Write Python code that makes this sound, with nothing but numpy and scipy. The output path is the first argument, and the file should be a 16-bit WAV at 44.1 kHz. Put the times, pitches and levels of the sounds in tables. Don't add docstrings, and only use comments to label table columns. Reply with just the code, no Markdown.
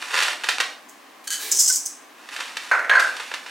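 import sys
import numpy as np
from scipy import signal
from scipy.fft import rfft, irfft
from scipy.io import wavfile
from scipy.ndimage import uniform_filter1d, minimum_filter1d

SR = 44100
rng = np.random.default_rng(int(sys.argv[2]) if len(sys.argv) > 2 else 0)


def unload_wav(signal):
    wavfile.write(
        sys.argv[1],
        SR,
        np.round(np.clip(np.atleast_2d(signal).T, -1, 1) * 32767).astype(np.int16),
    )


N = 154350

NIBS_PER_S, NIB_SCATTER_DB = 640, 6
CLUMP_RISE_S = 0.0008
TRICKLE_PER_S, TRICKLE_SCATTER_DB = 75, 5
# start in seconds [s], relative level [dB],
# length of the flurry [s], treble tilt [dB per octave].
CLUMPS = [(0.888, -40, 0.015, 7), (1.5145, -15, 0.0027, 0), (1.521, -14, 0.0024, -1.5),
          (1.536, -28, 0.0033, -8), (1.563, -18, 0.011, 3), (1.587, -13.5, 0.0081, -4),
          (1.594, -3.5, 0.002, 2), (1.599, -9.5, 0.0061, -1), (1.621, -20, .002, 0.5),
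          (1.648, -20, 0.016, -2.5), (1.677, -12, 0.0054, -2.5), (1.692, -23.5, 0.0067, 1),
          (1.713, -31, 0.0035, -2), (1.722, -18.5, 0.0082, 2), (1.7543, -17.5, 0.0074, 1),
          (1.765, -21, 0.0053, 4), (1.856, -22, 0.0024, 0), (1.864, -27, 0.0032, -2)]
# time [s], relative level [dB].
TRICKLE = [(1.5, -41), (1.525, -25), (1.56, -21), (1.62, -29), (1.7, -15.5), (1.745, -23), (1.8, -35),
           (1.88, -66)]


def bowl(count=5):
    out = np.zeros(N)
    for _ in range(count):
        trickle = stream(TRICKLE, TRICKLE_PER_S, TRICKLE_SCATTER_DB)
        out += through(trickle, strike_spot(tilt_db=-2.5)) / np.sqrt(count)
    for start, db, length, tilt_db in CLUMPS:
        clump = burst(db, length, NIBS_PER_S, NIB_SCATTER_DB, first=0.4, rise=CLUMP_RISE_S)
        add(out, start, signal.fftconvolve(clump, strike_spot(tilt_db)))
    return amp(-2.5) * out


NIB_RING_S = 0.00096
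SPOT_COLOUR_DB = 2.5
# frequency [Hz], relative level [dB].
BOWL_SPECTRUM = [(60, -79), (250, -37), (1000, -38), (2800, -29), (4000, -21.5), (4700, -13.5), (5150, -4),
                 (5800, -0.5), (7500, 1), (8800, -6.5), (10100, -11), (11000, -14.5), (15500, -19.5)]


def strike_spot(tilt_db, order=14):
    centres = np.geomspace(4000, 16000, order)
    colour = list(zip(centres, SPOT_COLOUR_DB * rng.standard_normal(order)))
    return unit(signal.fftconvolve(dense_ring(BOWL_SPECTRUM, NIB_RING_S), tick(colour, tilt_db)))


# time [s], relative level [dB].
SLIDE_FLOW = [(1.24, -46), (1.3, -52), (1.35, -75), (1.40, -34), (1.425, -30.5), (1.47, -32), (1.53, -35),
              (1.58, -43), (1.62, -73)]
# frequency [Hz], relative level [dB].
SLIDE_SPECTRUM = [(120, -34), (200, -23), (424, 1), (569, -24), (821, -6), (899, -14), (1840, 0.5),
                  (2130, -3.5), (3620, -0.5), (16000, -8)]
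# frequency [Hz], relative level [dB], 60 dB decay time [s].
SLIDE_MODES = [(388, -11, 0.33), (439, -12, 0.17), (1810, -11, .15), (1910, -18, .15), (2335, -9.5, 0.11),
               (3660, -4.5, 0.11)]


def slide():
    rub = stream(SLIDE_FLOW, 3000, 3.3)
    scrape = amp(0.5) * through(rub, tick(SLIDE_SPECTRUM))
    ringing = amp(-8) * through(rub, ring(SLIDE_MODES))
    return scrape + ringing


# start in seconds [s], relative level [dB], length of the flurry [s].
WHISK_HITS = [(1.273, -23, 0.0036), (1.3045, -19, 0.0074), (1.3234, -18, 0.013), (1.342, -25.5, 0.011)]
# frequency [Hz], relative level [dB].
WHISK_SPECTRUM = [(180, -70), (300, -43), (978, -46), (1250, -14.5), (1610, 2), (2320, -14.5), (2750, -11),
                  (3080, 3.5), (3600, -10.5), (4400, -1.5), (5400, -11), (6740, 0), (11900, -11.5),
                  (16000, -23)]
# frequency [Hz], relative level [dB], 60 dB decay time [s].
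WHISK_MODES = [(1510, -10, .11), (1656, -4.5, 0.17), (2992, 4, 0.069), (4409, 4.5, 0.16), (4730, -3, 0.31),
               (6000, -3, .08), (6570, 9, .1), (7800, 1, 0.13)]


def whisk():
    hits = np.zeros(N)
    for start, db, length in WHISK_HITS:
        add(hits, start, burst(db, length, 1200, NIB_SCATTER_DB, first=0.21))
    ticks = amp(-3.0) * through(hits, tick(WHISK_SPECTRUM))
    ringing = amp(-9) * through(hits, ring(WHISK_MODES))
    return ticks + ringing


BRUSH_S, BRUSH_DB, BRUSH_LENGTH_S = 1.692, -26, 0.027
# frequency [Hz], relative level [dB].
BRUSH_TONES = [(1515, -2.5), (2085, -16), (2980, -18.5)]


def brush():
    out = np.zeros(N)
    t = np.arange(int(BRUSH_LENGTH_S * SR)) / SR
    tone = sum(amp(db) * np.sin(2 * np.pi * hz * t) for hz, db in BRUSH_TONES)
    pressure = np.sin(np.pi * t / BRUSH_LENGTH_S) ** 2
    add(out, BRUSH_S, amp(BRUSH_DB) * np.sqrt(2) * pressure * tone)
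    return out


RING_HZ = 1590
RING_RISE_S = 0.0018
RIM_S, RIM_DB = 2.8955, -21.5
# start in seconds [s], relative level [dB],
# decay constant of the contact force [ms], extra level of the ring [dB], pitch of the ring [Hz].
KNOCKS = [(2.714, -9.5, 0.043, 0, 1548), (2.735, -20, .04, 2.5, 1490), (2.752, -17.5, 0.11, 0.5, 1548),
          (2.792, -22.5, 0.014, 1.5, 1524), (2.846, -21.5, 0.038, -7.5, 1536), (2.896, -10, .04, -1, 1606),
          (2.912, -12, 0.11, 10.5, 1643), (2.936, -11, 0.062, -5, 1660), (2.953, -10.5, 0.039, 5.5, 1555),
          (2.971, -14, 0.11, 13, 1599), (2.997, -23.5, 0.089, 8.5, 1547), (3.021, -30, 0.086, 18.5, 1589),
          (3.044, -35, 0.092, 22, 1544), (3.069, -38.5, 0.091, 20.5, 1620), (3.092, -37, .1, 16, 1597),
          (3.119, -41.5, 0.082, 15, 1554), (3.143, -44, .1, 13, 1640)]
# frequency [Hz], relative level [dB], 60 dB decay time [s].
CUP_MODES = [(1016, -16.5, 0.11), (1382, -5.5, 0.043), (1463, -8, 0.047), (1587.4, 5.5, 0.05),
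             (1658, -6.5, 0.14), (1966, -15, 0.11), (4250, -15.5, 0.045), (4600, -22, .08),
             (6480, -17.5, 0.034)]
# frequency [Hz], relative level [dB].
RIM_SPECTRUM = [(100, -58), (1500, -17), (2600, 6.5), (3600, 6), (4100, 2), (5000, -19), (9000, -20),
                (15000, -30)]


def cup():
    out = np.zeros(N)
    for start, db, contact_ms, ring_db, pitch in KNOCKS:
        modes = []
        for hz, level, t60 in CUP_MODES:
            shifted = hz * pitch / RING_HZ if hz < 2 * RING_HZ else hz
            modes.append((shifted, level, t60))
        body = ring(modes)
        body = body * (1 - np.exp(-np.arange(len(body)) / SR / RING_RISE_S))
        add(out, start, signal.fftconvolve(push(db + ring_db, contact_ms), body))
    crack = dense_ring(RIM_SPECTRUM, decay_s=0.0053)
    add(out, RIM_S, amp(RIM_DB) * np.sqrt(SR / 100) * crack)
    return out


CLACK_RING_S = 0.00058
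# frequency [Hz], relative level [dB].
CLACK_SPECTRUM = [(50, -70), (110, -54), (250, -32), (520, -10), (1000, -3.5), (1250, -3), (1450, 5),
                  (2050, 0), (2500, -8), (3200, -17), (3900, -22), (5500, -22), (9000, -25), (15000, -38)]


def counter():
    out = np.zeros(N)
    for start, db, contact_ms, _, _ in KNOCKS:
        clack = dense_ring(CLACK_SPECTRUM, CLACK_RING_S)
        add(out, start, signal.fftconvolve(push(db, contact_ms), clack))
    return out


def push(db, contact_ms):
    force = np.exp(-np.arange(1, SR // 100) / SR / (contact_ms / 1000))
    return force / force.sum() * amp(db) * np.sqrt(SR / 100)


CREASES_PER_S, CREASE_SCATTER_DB = 1600, 4
# start in seconds [s], relative level [dB], length of the flurry [s],
# treble tilt [dB per octave], time constant of the rise [ms].
CRACKLES = [(0.023, -28.5, 0.003, -0.5, 0.69), (0.099, -29.5, 0.011, -0.5, 2.6),
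            (0.128, -27.5, 0.011, -4, 3.7), (0.142, -20.5, 0.0012, -1.5, 0.36),
            (0.153, -22.5, 0.0018, -3.5, 0.34), (0.165, -23.5, 0.0077, -1.5, 2),
            (0.175, -19, 0.007, .5, 1.1), (0.189, -16.5, .0012, 0, .25), (0.203, -21.5, .002, 1.5, 0.48),
            (0.233, -23.5, 0.0014, 2.5, .3), (0.21, -23, 0.0084, 0, 2), (.222, -18, 0.0092, 2, 1),
            (0.252, -26.5, 0.0021, -2, 0.59), (0.28, -22.5, 0.0047, -2, .5), (0.331, -28, 0.0032, -2, .6),
            (0.436, -21.5, 0.0066, 0, 5.5), (0.4869, -12.5, 0.0035, 1, 3.5),
            (0.5837, -24, 0.00086, -0.5, .2), (.602, -14.5, 0.0069, 0.5, 0.3),
            (2.289, -36, 0.0029, 0.5, 0.32), (2.363, -28, 0.0042, 0.5, 0.72), (2.388, -32, 0.0056, -3, 2.5),
            (2.403, -25.5, 0.0045, 0.5, 0.61), (2.569, -24.5, 0.0043, 1.5, 0.46),
            (2.997, -20.5, 0.0043, 3, 0.21), (3.166, -31.5, 0.003, 2, 1), (3.195, -27, 0.0087, -2, 5),
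            (3.315, -28, 0.0027, -4.5, 0.3), (3.339, -24.5, 0.0033, 0, 0.25),
            (3.462, -34.5, 0.0025, -1.5, 0.56)]
# time [s], relative level [dB].
CRUMPLES = [
    [(0, -35), (.1, -36), (.16, -22.5), (.22, -31), (.27, -25.5), (.335, -33), (.355, -52), (.43, -41.5),
     (.47, -36), (.56, -49), (.66, -54), (.74, -47)],
    [(2.17, -53), (2.3, -47.5), (2.335, -31.5), (2.36, -40.5), (2.41, -35.5), (2.45, -38), (2.55, -44.5),
     (2.62, -38.5), (2.71, -38.5)],
    [(3.0, -32), (3.08, -35.5), (3.15, -40), (3.22, -36.5), (3.29, -40.5), (3.36, -41), (3.42, -49),
     (3.5, -39)],
]
# frequency [Hz], relative level [dB].
POUCH_SPECTRUM = [(59, -56), (100, -50.5), (260, -27), (330, -21), (502, -9.5), (650, -7.5), (1100, -3),
                  (1250, -2.5), (1760, 1), (3700, -4.5), (9020, -19), (13500, -33), (16000, -42)]
# frequency [Hz], relative level [dB].
FILM_SPECTRUM = [(59, -82), (100, -64), (500, -13.5), (1080, -3.5), (1250, -3.5), (2270, -3), (9020, -17.5),
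                 (14700, -34), (16000, -47)]


def pouch():
    snaps = sum(stream(curve, CREASES_PER_S, CREASE_SCATTER_DB) for curve in CRUMPLES)
    out = through(snaps, tick(FILM_SPECTRUM, tilt_db=0.5))
    for start, db, length, tilt_db, rise_ms in CRACKLES:
        first = 0.5 * np.exp(-rise_ms)
        flurry = burst(db, length, CREASES_PER_S, CREASE_SCATTER_DB, first=first, rise=rise_ms / 1000)
        add(out, start, signal.fftconvolve(flurry, tick(POUCH_SPECTRUM, tilt_db)))
    return out


ROOM_TONE_DB = -48
# frequency [Hz], relative level [dB].
ROOM_TONE = [(18, -50), (30, -68), (194, -12.5), (252, -2), (303, 0.5), (328, -3.5), (404, -5.5),
             (584, -5.5), (801, 0.5), (913, -7), (1040, 2), (1460, -8), (1590, -3.5), (4530, -15),
             (16000, -25.5)]


def room_tone():
    mid, side = (amp(ROOM_TONE_DB) * through(rng.standard_normal(N), tick(ROOM_TONE)) for _ in range(2))
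    return stereo(mid, side, pan_db=0.5, side_db=2.5)


EARLY_S, BUILD_S = 0.0082, 0.0071
TAIL_DB = -1
# frequency [Hz], 60 dB decay time [s].
ROOM_T60 = [(250, 0.81), (800, 0.49), (2000, 0.36), (6000, 0.44), (14000, 0.24)]


def reflections(early_db):
    t = np.arange(SR * 3 // 4) / SR
    hz = np.fft.rfftfreq(len(t), 1 / SR)
    noise = rfft(rng.standard_normal(len(t)))
    centres = np.geomspace(125, 16000, 8)
    tail = np.zeros(len(t))
    for centre, weights in zip(centres, np.eye(len(centres))):
        band = irfft(noise * on_log(hz, list(zip(centres, weights))), len(t))
        tail += band * np.exp(-np.log(1000) * t / on_log(centre, ROOM_T60))
    early = contacts(len(t), 2500, 0.71) * np.exp(-t / EARLY_S) * (t > 0.0006)
    built_tail = tail * (1 - np.exp(-t / BUILD_S))
    return amp(early_db) * even(early) + amp(TAIL_DB) * even(built_tail, width_hz=86)


def place(x, wet_db, early_db, pan_db, side_db):
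    mid, side = (amp(wet_db) * through(x, reflections(early_db)) for _ in range(2))
    return stereo(x + mid, side, pan_db, side_db) / np.sqrt(1 + amp(wet_db) ** 2)


# frequency [Hz], side level before each source's own offset [dB].
WIDTH = [(100, -24), (400, -8.5), (2000, -9.5), (6500, -9), (8500, -14.5), (14000, -9)]


def stereo(mid, side, pan_db, side_db):
    hz = np.fft.rfftfreq(N, 1 / SR)
    side = irfft(rfft(side) * amp(on_log(hz, WIDTH) + side_db), N)
    left = (mid + side) * amp(pan_db / 2)
    right = (mid - side) * amp(-pan_db / 2)
    return np.array([left, right])


def contacts(n, rate, scatter_db):
    hit = rng.random(n) < rate / SR
    sign = rng.choice([-1, 1], n)
    size = amp(scatter_db * np.clip(rng.standard_normal(n), -2, 2))
    return np.sqrt(n) * unit(hit * sign * size)


def burst(db, length, rate, scatter_db, first=0.4, rise=1e-5, size=4096):
    t = np.arange(size) / SR
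    swell = np.exp(-(t / length) ** 2 / 2) * (1 - np.exp(-t / rise))
    x = unit(contacts(size, rate, scatter_db) * swell)
    x[0] += first
    return even(x) * amp(db) * np.sqrt(SR / 100)


def stream(curve, rate, scatter_db):
    s, db = np.array(curve).T
    level = np.interp(np.arange(N) / SR, s, db, left=-np.inf, right=-np.inf)
    return contacts(N, rate, scatter_db) * amp(level)


TILT_FROM_HZ = 850


def tick(points, tilt_db=0, size=2048):
    hz = np.fft.rfftfreq(size, 1 / SR)
    octaves = np.log2(np.maximum(hz / TILT_FROM_HZ, 1))
    cepstrum = irfft(np.log(amp(on_log(hz, points) + tilt_db * octaves)))
    cepstrum[1:size // 2] *= 2
    cepstrum[size // 2 + 1:] = 0
    return unit(irfft(np.exp(rfft(cepstrum))))


def ring(modes):
    t = np.arange(SR // 2) / SR
    out = np.zeros(len(t))
    for k, (hz, db, t60) in enumerate(modes):
        mode = np.sin(2 * np.pi * hz * t) * np.exp(-np.log(1000) * t / t60)
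        out += (-1) ** k * amp(db) * unit(mode)
    return unit(out)


def dense_ring(points, decay_s, size=512):
    noise = rng.standard_normal(size) * np.exp(-np.arange(size) / SR / decay_s)
    return unit(signal.fftconvolve(even(noise, width_hz=170), tick(points)))


def even(x, width_hz=500):
    spec = rfft(x, 2 * len(x))
    power = uniform_filter1d(np.abs(spec) ** 2, int(width_hz * 2 * len(x) / SR) + 1)
    return unit(irfft(spec / np.sqrt(power + 1e-9))[:len(x)])


def through(x, response):
    return signal.fftconvolve(x, response)[:N]


def add(out, at, x):
    i = max(int(at * SR), 0)
    out[i:i + len(x)] += x[:max(N - i, 0)]


def amp(db):
    return 10 ** (np.asarray(db) / 20)


def unit(x):
    return x / np.sqrt(np.sum(x ** 2) + 1e-18)


def on_log(hz, points):
    p = np.array(points, float)
    return np.interp(np.log(hz + 1), np.log(p[:, 0]), p[:, 1])


def scene():
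    return (place(bowl(), wet_db=-2, early_db=1.0, pan_db=-0.5, side_db=-2)
            + place(whisk() + slide(), wet_db=-1.0, early_db=-2.5, pan_db=-0.4, side_db=-4)
            + place(brush(), wet_db=-9, early_db=-10, pan_db=-0.4, side_db=0)
            + place(cup(), wet_db=-7, early_db=-9, pan_db=-1.9, side_db=2)
            + amp(-0.5) * place(counter(), wet_db=6.5, early_db=-6, pan_db=-1.2, side_db=-6.0)
            + place(pouch(), wet_db=-1.5, early_db=-2, pan_db=-1.3, side_db=-3.0)
            + room_tone())


CEILING, LIMITER_S = 0.61, 0.0015
TOP_HZ = 16000


def record(dry):
    span = int(LIMITER_S * SR) + 1
    peak = np.abs(dry).max(0)
    gain = minimum_filter1d(np.minimum(1, CEILING / (peak + 1e-9)), span)
    limited = dry * uniform_filter1d(gain, span)
    low_pass = signal.ellip(10, 0.2, 70, TOP_HZ, fs=SR, output="sos")
    return signal.sosfilt(low_pass, limited)


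dry = scene()
out = record(dry)
unload_wav(out)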